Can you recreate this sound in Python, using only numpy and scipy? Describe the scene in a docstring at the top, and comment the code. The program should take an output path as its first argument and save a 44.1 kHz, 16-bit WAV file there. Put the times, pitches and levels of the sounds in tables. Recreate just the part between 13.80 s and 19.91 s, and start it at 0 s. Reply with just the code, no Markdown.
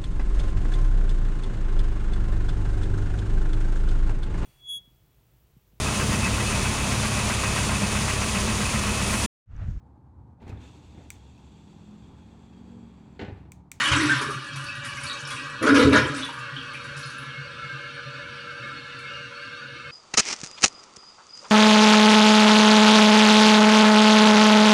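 """End of a toilet flush.

In a small tiled bathroom the last surge splashes down the bowl and the trap gulps air in one loud
gurgle. Bubbles, each a damped rising sine, plink as the water settles. The cistern refills with a
hollow hiss, its air rung by the inlet jet, while knocks of air in the drain throb on a low note."""
import sys
import numpy as np
from scipy import signal
from scipy.fft import rfft, irfft, next_fast_len
from scipy.io import wavfile
from scipy.ndimage import uniform_filter1d, map_coordinates

SR = 44100
rng = np.random.default_rng(int(sys.argv[2]) if len(sys.argv) > 2 else 0)


def bounce(signal):
    """Save signal as a 16-bit WAV file at the path given by the first command-line argument."""
    frames = np.transpose(np.atleast_2d(signal))
    limited = np.clip(frames, -1, 1)
    pcm = np.round(limited * 32767).astype(np.int16)
    wavfile.write(sys.argv[1], SR, pcm)


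N = 269451

# Waves breaking in the bowl. Each row: start in seconds, hold in seconds, bubbling in dB, splash in dB.
BOWL_WAVES = [(-0.01, 0.096, -30.5, -29.5), (0.111, 0.015, -24.5, -25), (0.19, 0.18, -31.5, -34.5),
              (1.812, 0.018, -26.5, -43), (1.856, 0.017, -24, -30.5), (1.94, 0.075, -23, -27),
              (2.119, 0.043, -20, -27), (2.346, 0.053, -44, -42)]
# Spectra of mid-sized bubbles and of fine drops. Each row: frequency in Hz, gain in dB.
BUBBLING_EQ = [(500, -61), (740, -18.5), (870, -11), (1000, 2), (1500, 5), (1750, 1), (2080, -10),
               (2300, 5.5), (3000, -33), (5000, -50)]
SPRAY_EQ = [(100, -60), (700, -30), (1200, -25), (2000, -11), (4000, -1.5), (5500, 5), (7000, 0.5),
            (8200, 1), (10000, 2.5), (12000, 2.5)]


def amp(db):
    """dB to linear gain."""
    return 10 ** (np.asarray(db) / 20)


def unit(x):
    """x at rms 1."""
    return x / np.sqrt(np.mean(x ** 2) + 1e-20)


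def along(points, hz):
    """Interpolate (Hz, value) points on a log frequency axis."""
    point_hz, values = np.transpose(points)
    return np.interp(np.log(hz + 1), np.log(point_hz + 1), values)


def wobble(rate_hz):
    """Smooth random curve with knots at rate_hz."""
    return map_coordinates(rng.standard_normal(512), [np.arange(N) * rate_hz / SR], mode="wrap")


def filtered(x, response):
    """x through the gain response(hz)."""
    size = next_fast_len(len(x) + 8192)
    return irfft(rfft(x, size) * response(np.fft.rfftfreq(size, 1 / SR)), size)[:len(x)]


def coloured(x, eq):
    """x through (Hz, dB) points, at rms 1."""
    return unit(filtered(x, lambda hz: amp(along(eq, hz))))


def resonance(hz, centre_hz, width_hz):
    """Gain of one resonance, peak 1."""
    return 1 / (1 + ((hz - centre_hz) / (width_hz * np.pi / 4)) ** 2)


def running_rms(x, samples):
    """Rms over a sliding window."""
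    return np.sqrt(np.abs(uniform_filter1d(x * x, samples)) + 1e-12)


def add(track, start_s, x):
    """Mix x into the track."""
    i = max(0, round(start_s * SR))
    track[i:i + len(x)] += x[:max(0, N - i)]


def bathroom(x, direct_db):
    """Direct sound plus dense tile echo; each call draws the echo of a new spot."""
    # Decay of the room. Each row: frequency in Hz, T60 in seconds.
    tile_t60 = [(100, 0.42), (300, 0.37), (1500, 0.39), (4000, 0.25), (11000, 0.25)]
    hz, t, spectra = signal.stft(rng.standard_normal(SR // 2), SR, nperseg=256)
    decay = amp(-60 * t / along(tile_t60, hz)[:, None])
    impulse = signal.istft(spectra * decay, SR, nperseg=256)[1]
    impulse /= np.linalg.norm(impulse)
    impulse[0] += amp(direct_db)
    return signal.fftconvolve(x, impulse)


def bubble(t, hz, cycles, rise):
    """Damped sine, 1/e after `cycles`; nearing the surface, pitch climbs by the share `rise` per decay."""
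    age = t * hz / cycles
    phase = 2 * np.pi * cycles * (age + rise * age ** 2 / 2)
    return np.sin(phase) * np.exp(-age) * (1 - np.exp(-t * hz * 2))


def swarm(low_hz, high_hz, eq, cycles, spread_db, count, samples):
    """Constant flow: many random bubbles with room echo, equalised and levelled to rms 1."""
    when, pitch, strength = rng.random((count, 3)).T[:, :, None]
    n = np.arange(samples)
    hz = low_hz * (high_hz / low_hz) ** pitch
    grains = amp(-spread_db * np.log(strength + 0.0038)) * bubble(n / SR, hz, cycles, rise=0.023)
    positions = (when * N).astype(int) + n
    bubbles = np.bincount(positions.ravel(), grains.ravel(), N + samples)[:N]
    padded = np.pad(bubbles, (8192, 0), mode="wrap")  # lead-in for the echo to build
    flow = coloured(bathroom(padded, direct_db=-6)[8192:][:N], eq)
    return flow / running_rms(flow, samples=3000)


def bubble_pairs(rows, cycles, rise, direct_db, twin_db):
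    """Per (s, Hz, dB) row: a bubble and the smaller twin that splits off it, with echo."""
    out, t = np.zeros(N), np.arange(SR // 5) / SR
    for start_s, hz, db in rows:
        lag_s, pitch_ratio = rng.uniform(0.00291, 0.013), rng.uniform(1.04, 1.18)
        twin = amp(twin_db) * bubble(np.maximum(t - lag_s, 0), hz * pitch_ratio, cycles, rise)
        ring = bathroom(bubble(t, hz, cycles, rise) + twin, direct_db)
        add(out, start_s, amp(db) * ring / running_rms(ring, samples=880).max())
    return out


def rush_power(rows, rise_s, fall_db_per_s):
    """Summed power of rushes of water (start s, hold s, dB): each builds, holds and drains away."""
    power = np.zeros(N)
    for start_s, hold_s, db in rows:
        age_s = np.arange(N) / SR - start_s
        fall_db = fall_db_per_s * np.maximum(age_s - rise_s - hold_s, 0)
        power += (np.clip(age_s / rise_s, 0, 1) * amp(db - fall_db)) ** 2
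    return power


def wave_gain(rows):
    """Envelope of waves (start s, hold s, dB): each collapses fast and leaves slowly settling foam."""
    collapse = rush_power(rows, rise_s=0.015, fall_db_per_s=200)
    foam = amp(-9) ** 2 * rush_power(rows, rise_s=0.015, fall_db_per_s=50.5)
    return np.sqrt(collapse + foam)


def heave_gain(rows):
    """Envelope of heaves (start s, hold s, dB)."""
    return np.sqrt(rush_power(rows, rise_s=0.023, fall_db_per_s=96))


def eddies(x, depth_db, frames):
    """Narrow bands of x swell and fade independently as eddies come and go."""
    spectra = signal.stft(x, nperseg=1024)[2]
    field = uniform_filter1d(rng.standard_normal(spectra.shape), 2, axis=0)
    field = uniform_filter1d(field, frames, axis=1)
    return signal.istft(spectra * amp(depth_db * unit(field)), nperseg=1024)[1][:N]


def supply_pipe(hz, start_s, rise_s, db, growth_db_per_s):
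    """Flow through the supply pipe sings one nearly pure, slowly growing note."""
    age_s = np.arange(N) / SR - start_s
    phase = 2 * np.pi * np.cumsum(hz + 2 * wobble(17)) / SR
    level_db = db + growth_db_per_s * age_s + 0.87 * wobble(12)
    return np.clip(age_s / rise_s, 0, 1) * amp(level_db) * np.sin(phase)


def valve_whistles():
    """The fill valve sings briefly on narrow, unsteady notes."""
    # Whistles. Each row: start in seconds, length in seconds, pitch in Hz, level in dB.
    notes = [(4.1, 0.082, 8860, -64), (5.2, 0.38, 2820, -45.5), (5.507, 0.2, 4400, -48)]
    out = np.zeros(N)
    for start_s, length_s, hz, db in notes:
        n = int(length_s * SR)
        note = unit(filtered(rng.standard_normal(n), lambda f: resonance(f, hz, width_hz=20)))
        add(out, start_s, amp(db) * np.hanning(n) * note)
    return out


def refill(fill_from_s, fill_time_s):
    """The inlet jet hisses and rings the cistern's air; the resonances crossfade from low to fuller."""
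    # Inlet jet strength. Each row: time in seconds, gain in dB.
    jet_levels = [(0, -29), (0.6, -37.5), (1.3, -36), (2.6, -38), (4.9, -38), (6.1, -39.5)]
    # Fill valve hiss. Each row: frequency in Hz, gain in dB.
    valve_eq = [(20, -45), (70, -21), (300, -38), (700, -27), (1400, 8), (1950, 4.5), (2080, -35),
                (2250, -19), (3500, -3.5), (4700, -1), (5000, -1), (5800, -6), (6200, -10.5),
                (10300, -21.5)]
    # Cistern resonances and the hollows between them.
    # Each row: centre in Hz, width in Hz, gain in dB when low, gain in dB when fuller.
    modes = [(267, 93, -11, -13.5), (483, 20, -51, -11), (570.5, 25.8, -4.5, -3), (852, 87, -16, -23),
             (1020, 46, -8.5, -14.5), (1122, 15, 2.5, -37), (1204.4, 24.3, 2.5, -4.5),
             (1357, 36, -5.5, -0.5), (1469, 81, -3, -6), (1578, 25, -21, 2.5), (1596, 41, 0.5, -20),
             (1700, 42, -1.5, -5.5), (1770, 30, -21, -15.5), (1908, 11, 2, -45), (1988, 29, -31, -8.5),
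             (2174.5, 21, -15, -0.5), (2334, 83, -8.5, -12.5), (2510, 24, -7, -11), (2593, 21, -0.5, -6),
             (2700, 43, -6.5, -8), (2840, 13, -8, -5), (2914, 48, -6.5, -13.5), (3060, 42, -10.5, -12),
             (3264, 81, -10.5, -18), (3390, 12, -20, -16), (3580, 93, -15, -15.5), (3778, 29, -8, -11),
             (4095, 150, -22, -22), (4320, 44, -12.5, -13), (4575, 49, -14, -13.5)]
    hollows = [(423, 34, 2.5, -2), (687, 83, -12, -19.5), (1115, 14, -1.5, 2), (1380, 19, -5, -5.5),
               (1946, 31, -2, -20), (2074, 49, -27, -13.5), (3510, 28, -7, -3), (5020, 99, -9.5, -5.5),
               (6300, 68, -7, -1)]
    t = np.arange(N) / SR
    fill = np.clip((t - fill_from_s) / fill_time_s, 0, 1)
    grid_hz = np.geomspace(20, SR / 2, 3000)
    # The room combs the hiss into many fine lines.
    combed = bathroom(rng.standard_normal(2 * N + 8192), direct_db=-2)[8192:][:2 * N]
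    hiss = amp(-10) * coloured(combed, valve_eq).reshape(2, N)
    jet = np.zeros(N)
    for state, share in enumerate([1 - fill, fill]):
        power = sum((amp(db[state]) * resonance(grid_hz, hz, width)) ** 2 for hz, width, *db in modes)
        dips_db = sum(db[state] * resonance(grid_hz, hz, width) for hz, width, *db in hollows)
        tank = unit(filtered(rng.standard_normal(N), lambda hz: np.interp(hz, grid_hz, np.sqrt(power))))
        eddying = eddies(tank + hiss[state], depth_db=3.0, frames=7)
        jet += np.sqrt(share) * filtered(eddying, lambda hz: np.interp(hz, grid_hz, amp(dips_db)))
    jet_db = np.interp(t, *np.transpose(jet_levels))
    return amp(jet_db + 0.19 * wobble(16)) * jet


def pipe_rumble(db, fall_db_per_s):
    """The pipe rumbles, easing as the flow slackens."""
    # Rumble spectrum. Each row: frequency in Hz, gain in dB.
    rumble_eq = [(20, -39), (50, -20), (85, -13.5), (105, -11.5), (135, 2), (165, -17.5), (260, -28),
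                 (600, -94)]
    level_db = db - fall_db_per_s * np.arange(N) / SR + 2.9 * wobble(11)
    return amp(level_db) * coloured(rng.standard_normal(N), rumble_eq)


def drain_throbs(hz, swell_s, weak_count):
    """Each knock of air swells a low note in the drain; weak knocks come between the strong."""
    # Strong knocks. Each row: start in seconds, level in dB.
    strong = [(0.249, -27.5), (0.34, -24.5), (0.456, -32), (0.549, -30), (0.757, -32), (1.421, -36),
              (2.205, -27), (2.288, -29.5), (2.716, -34.5), (3.157, -34), (3.245, -34), (3.569, -34),
              (3.919, -35.5), (4.251, -34.5)]
    weak_db, fall_db_per_s, spread_db = -37.5, 3.2, 6.5
    out, t = np.zeros(N), np.arange(SR // 4) / SR
    envelope = (t / swell_s * np.exp(1 - t / swell_s)) ** 2
    starts_s = (np.arange(weak_count) + rng.random(weak_count)) * N / SR / weak_count
    weak = [(s, weak_db - fall_db_per_s * s + spread_db * rng.standard_normal()) for s in starts_s]
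    for start_s, db in strong + weak:
        note = np.sin(2 * np.pi * hz * rng.normal(1, 0.023) * t)
        add(out, start_s, amp(db) * envelope * note)
    return out


def thuds(low_hz, high_hz, t60_s):
    """A slug of water drops into the trap: one push, carried on by the room's two lowest modes."""
    # Falling slugs. Each row: start in seconds, level in dB.
    slugs = [(0.117, -21.5), (1.238, -45), (2.051, -17.5), (3.112, -48)]
    out, t = np.zeros(N), np.arange(SR // 3) / SR
    modes = np.sin(2 * np.pi * high_hz * t) + amp(-2) * np.sin(2 * np.pi * low_hz * t)
    push = amp(-7) * (1 - t / 0.0019) * (t / 0.005) * np.exp(1 - t / 0.0017)
    for start_s, db in slugs:
        add(out, start_s, amp(db) * (push + modes * amp(-60 * t / t60_s)))
    return out


def spray():
    """Fine drops patter on the bowl, from the rim jets and from each breaking wave."""
    # Rim jet spurts. 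Each row: start in seconds, hold in seconds, level in dB.
    spurts = [(0, 0.65, -49), (0.178, 0.028, -34.5), (0.73, 0.22, -49), (1.034, 0.56, -45.5),
              (2.343, 0.017, -41), (2.75, 0.38, -59), (3.163, 0.026, -45)]
    jet_power = rush_power(spurts, rise_s=0.004, fall_db_per_s=67)
    thrown = amp(-5.5) * wave_gain([(s, hold_s, db) for s, hold_s, _, db in BOWL_WAVES])
    drops = swarm(1276, 12180, SPRAY_EQ, cycles=3.8, spread_db=3.5, count=5000, samples=400)
    return np.sqrt(jet_power + thrown ** 2) * drops


def splats(t60_s, heavy_db):
    """Water slaps the porcelain: a noise burst with echo, more body than sparkle above heavy_db."""
    # Slaps. Each row: start in seconds, level in dB.
    slaps = [(0.0487, -27.5), (0.1166, -22.5), (0.413, -27), (0.504, -36), (0.7592, -35.5), (0.839, -41),
             (1.048, -33.5), (1.2356, -33.5), (1.473, -37.5), (1.5053, -32), (1.826, -28), (1.8717, -37),
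             (1.9457, -30), (2.1306, -31), (2.5902, -50), (2.9336, -48), (3.04, -48.5), (3.174, -46),
             (3.2997, -46), (5.189, -50)]
    out, t = np.zeros(N), np.arange(SR // 10) / SR
    for start_s, db in slaps:
        sparkle = coloured(rng.standard_normal(len(t)), SPRAY_EQ)
        body = amp(0.79 * (db - heavy_db)) * coloured(rng.standard_normal(len(t)), BUBBLING_EQ)
        slap = bathroom((sparkle + body) * amp(-60 * t / t60_s), direct_db=-7.5)
        add(out, start_s, amp(db) * slap / running_rms(slap, samples=200).max())
    return out


def plinks():
    """Small bubbles ring out above the rest in the bowl."""
    # Bubbles. Each row: start in seconds, pitch in Hz, level in dB.
    bubbles = [(0.004, 1863, -25), (0.052, 2940, -24.5), (0.2, 1883, -25.5), (0.295, 1535, -18),
               (0.318, 3480, -33.5), (0.498, 1192, -30.5), (0.865, 4520, -42), (0.885, 2560, -35),
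               (1.17, 2180, -38), (1.234, 9440, -40.5), (1.267, 4330, -36), (1.298, 3770, -32),
               (1.51, 3310, -37), (1.565, 2490, -36.5), (1.87, 1426, -18), (1.895, 1458, -20.5),
               (2.14, 1627, -20.5), (2.155, 1397, -27), (2.425, 3390, -31.5), (2.485, 935, -37.5),
               (2.765, 3100, -34), (2.945, 2340, -36), (3.231, 4250, -40.5), (3.384, 10030, -49)]
    return bubble_pairs(bubbles, cycles=18.8, rise=0.016, direct_db=-4.5, twin_db=-5)


def surges():
    """Rushing water: big pockets slosh in trap and bowl, mid-sized bubbles babble, small ones splash."""
    # The trap heaving as air gets in.
    # Each row: start in seconds, hold in seconds, trap slosh in dB, bowl slosh in dB.
    heaves = [(0.13, 0.14, -35.5, -48.5), (0.408, 0.039, -43.5, -58), (1.809, 0.12, -28.5, -29.5),
              (1.936, 0.11, -22.5, -31.5), (2.112, 0.023, -24, -28)]
    # Spectra of trap slosh, bowl slosh and splash. 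Each row: frequency in Hz, gain in dB.
    trap_eq = [(30, -43), (60, -18), (130, -6), (185, -20.5), (265, 6.5), (305, 6), (370, -2.5), (520, -43)]
    bowl_eq = [(300, -34), (380, -7), (428, 0), (485, -7.5), (515, -0.5), (610, -3), (670, -10.5),
               (900, -9)]
    splash_eq = [(1000, 6), (2100, -12), (2800, -3.5), (3900, -3.5), (5200, -10.5), (6500, -22),
                 (10000, -30)]
    trap = swarm(65.5, 522, trap_eq, cycles=2.46, spread_db=1.0, count=1000, samples=3000)
    bowl = swarm(341.2, 795, bowl_eq, cycles=7.0, spread_db=3.5, count=900, samples=2000)
    babble = swarm(675, 2947, BUBBLING_EQ, cycles=10.4, spread_db=1.5, count=5000, samples=900)
    splash = swarm(1988, 7470, splash_eq, cycles=4.6, spread_db=3.5, count=6000, samples=500)
    return (trap * heave_gain([(s, hold_s, db) for s, hold_s, db, _ in heaves])
            + bowl * heave_gain([(s, hold_s, db) for s, hold_s, _, db in heaves])
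            + babble * wave_gain([(s, hold_s, db) for s, hold_s, db, _ in BOWL_WAVES])
            + splash * wave_gain([(s, hold_s, db) for s, hold_s, _, db in BOWL_WAVES]))


def gulps():
    """Air gulped through the trap rings as big, low bubbles."""
    # Air pockets. Each row: start in seconds, pitch in Hz, level in dB.
    pockets = [(0.05, 301, -40.5), (0.165, 321.6, -30.5), (0.215, 295.7, -27), (0.41, 411, -38),
               (0.485, 395, -36), (1.815, 317, -27), (1.868, 438, -27), (1.89, 278, -18.5),
               (1.935, 261, -27), (1.965, 480, -20.5), (2.01, 468, -22.5), (2.048, 270, -20.5),
               (2.062, 421, -20.5), (2.112, 274, -22.5), (2.145, 612, -30.5), (2.36, 265, -36),
               (2.765, 263, -45)]
    return bubble_pairs(pockets, cycles=8.6, rise=0.008, direct_db=-3, twin_db=-20.5)


def porcelain(x):
    """The cavities of trap and bowl ring on after the water that stirs them."""
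    # Cavity resonances. Each row: centre in Hz, width in Hz, gain in dB.
    modes = [(264, 13, 1.5), (300, 26, 6), (435, 10.4, 3.5), (510, 5.3, 9.5), (605, 13, 7), (938, 31, -2.5),
             (1180, 22, 0), (2003, 26, 19.5)]

    def response(f):
        return 1 + sum((amp(db) - 1) * 1j * f * width / (hz * hz - f * f + 1j * f * width)
                       for hz, width, db in modes)
    return filtered(x, response)


def scene():
    """Bowl, drain and cistern, mono."""
    gurgle, bubbles = gulps(), plinks()
    bowl = porcelain(surges() + gurgle) + spray() + bubbles + splats(t60_s=0.053, heavy_db=-32.5)
    drain = thuds(low_hz=86.7, high_hz=127.6, t60_s=0.38)
    drain += drain_throbs(hz=136.0, swell_s=0.024, weak_count=26)
    cistern = refill(fill_from_s=2, fill_time_s=1.89) + pipe_rumble(db=-46, fall_db_per_s=1.08)
    cistern += supply_pipe(hz=478.6, start_s=1.24, rise_s=0.1, db=-53.5, growth_db_per_s=0.59)
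    cistern += valve_whistles()
    return (bowl + drain + cistern)[None]


def record(dry):
    """The microphone rolls off the deep bass and the top."""
    # Microphone response. Each row: frequency in Hz, gain in dB.
    mic_eq = [(20, -51), (50, 0.5), (10200, -0.5), (11000, -6.5), (11800, -17.5), (12400, -32)]
    top_hz = 12500
    return filtered(dry[0], lambda hz: amp(along(mic_eq, hz)) * (hz < top_hz))[None]


dry = scene()
out = record(dry)
bounce(out)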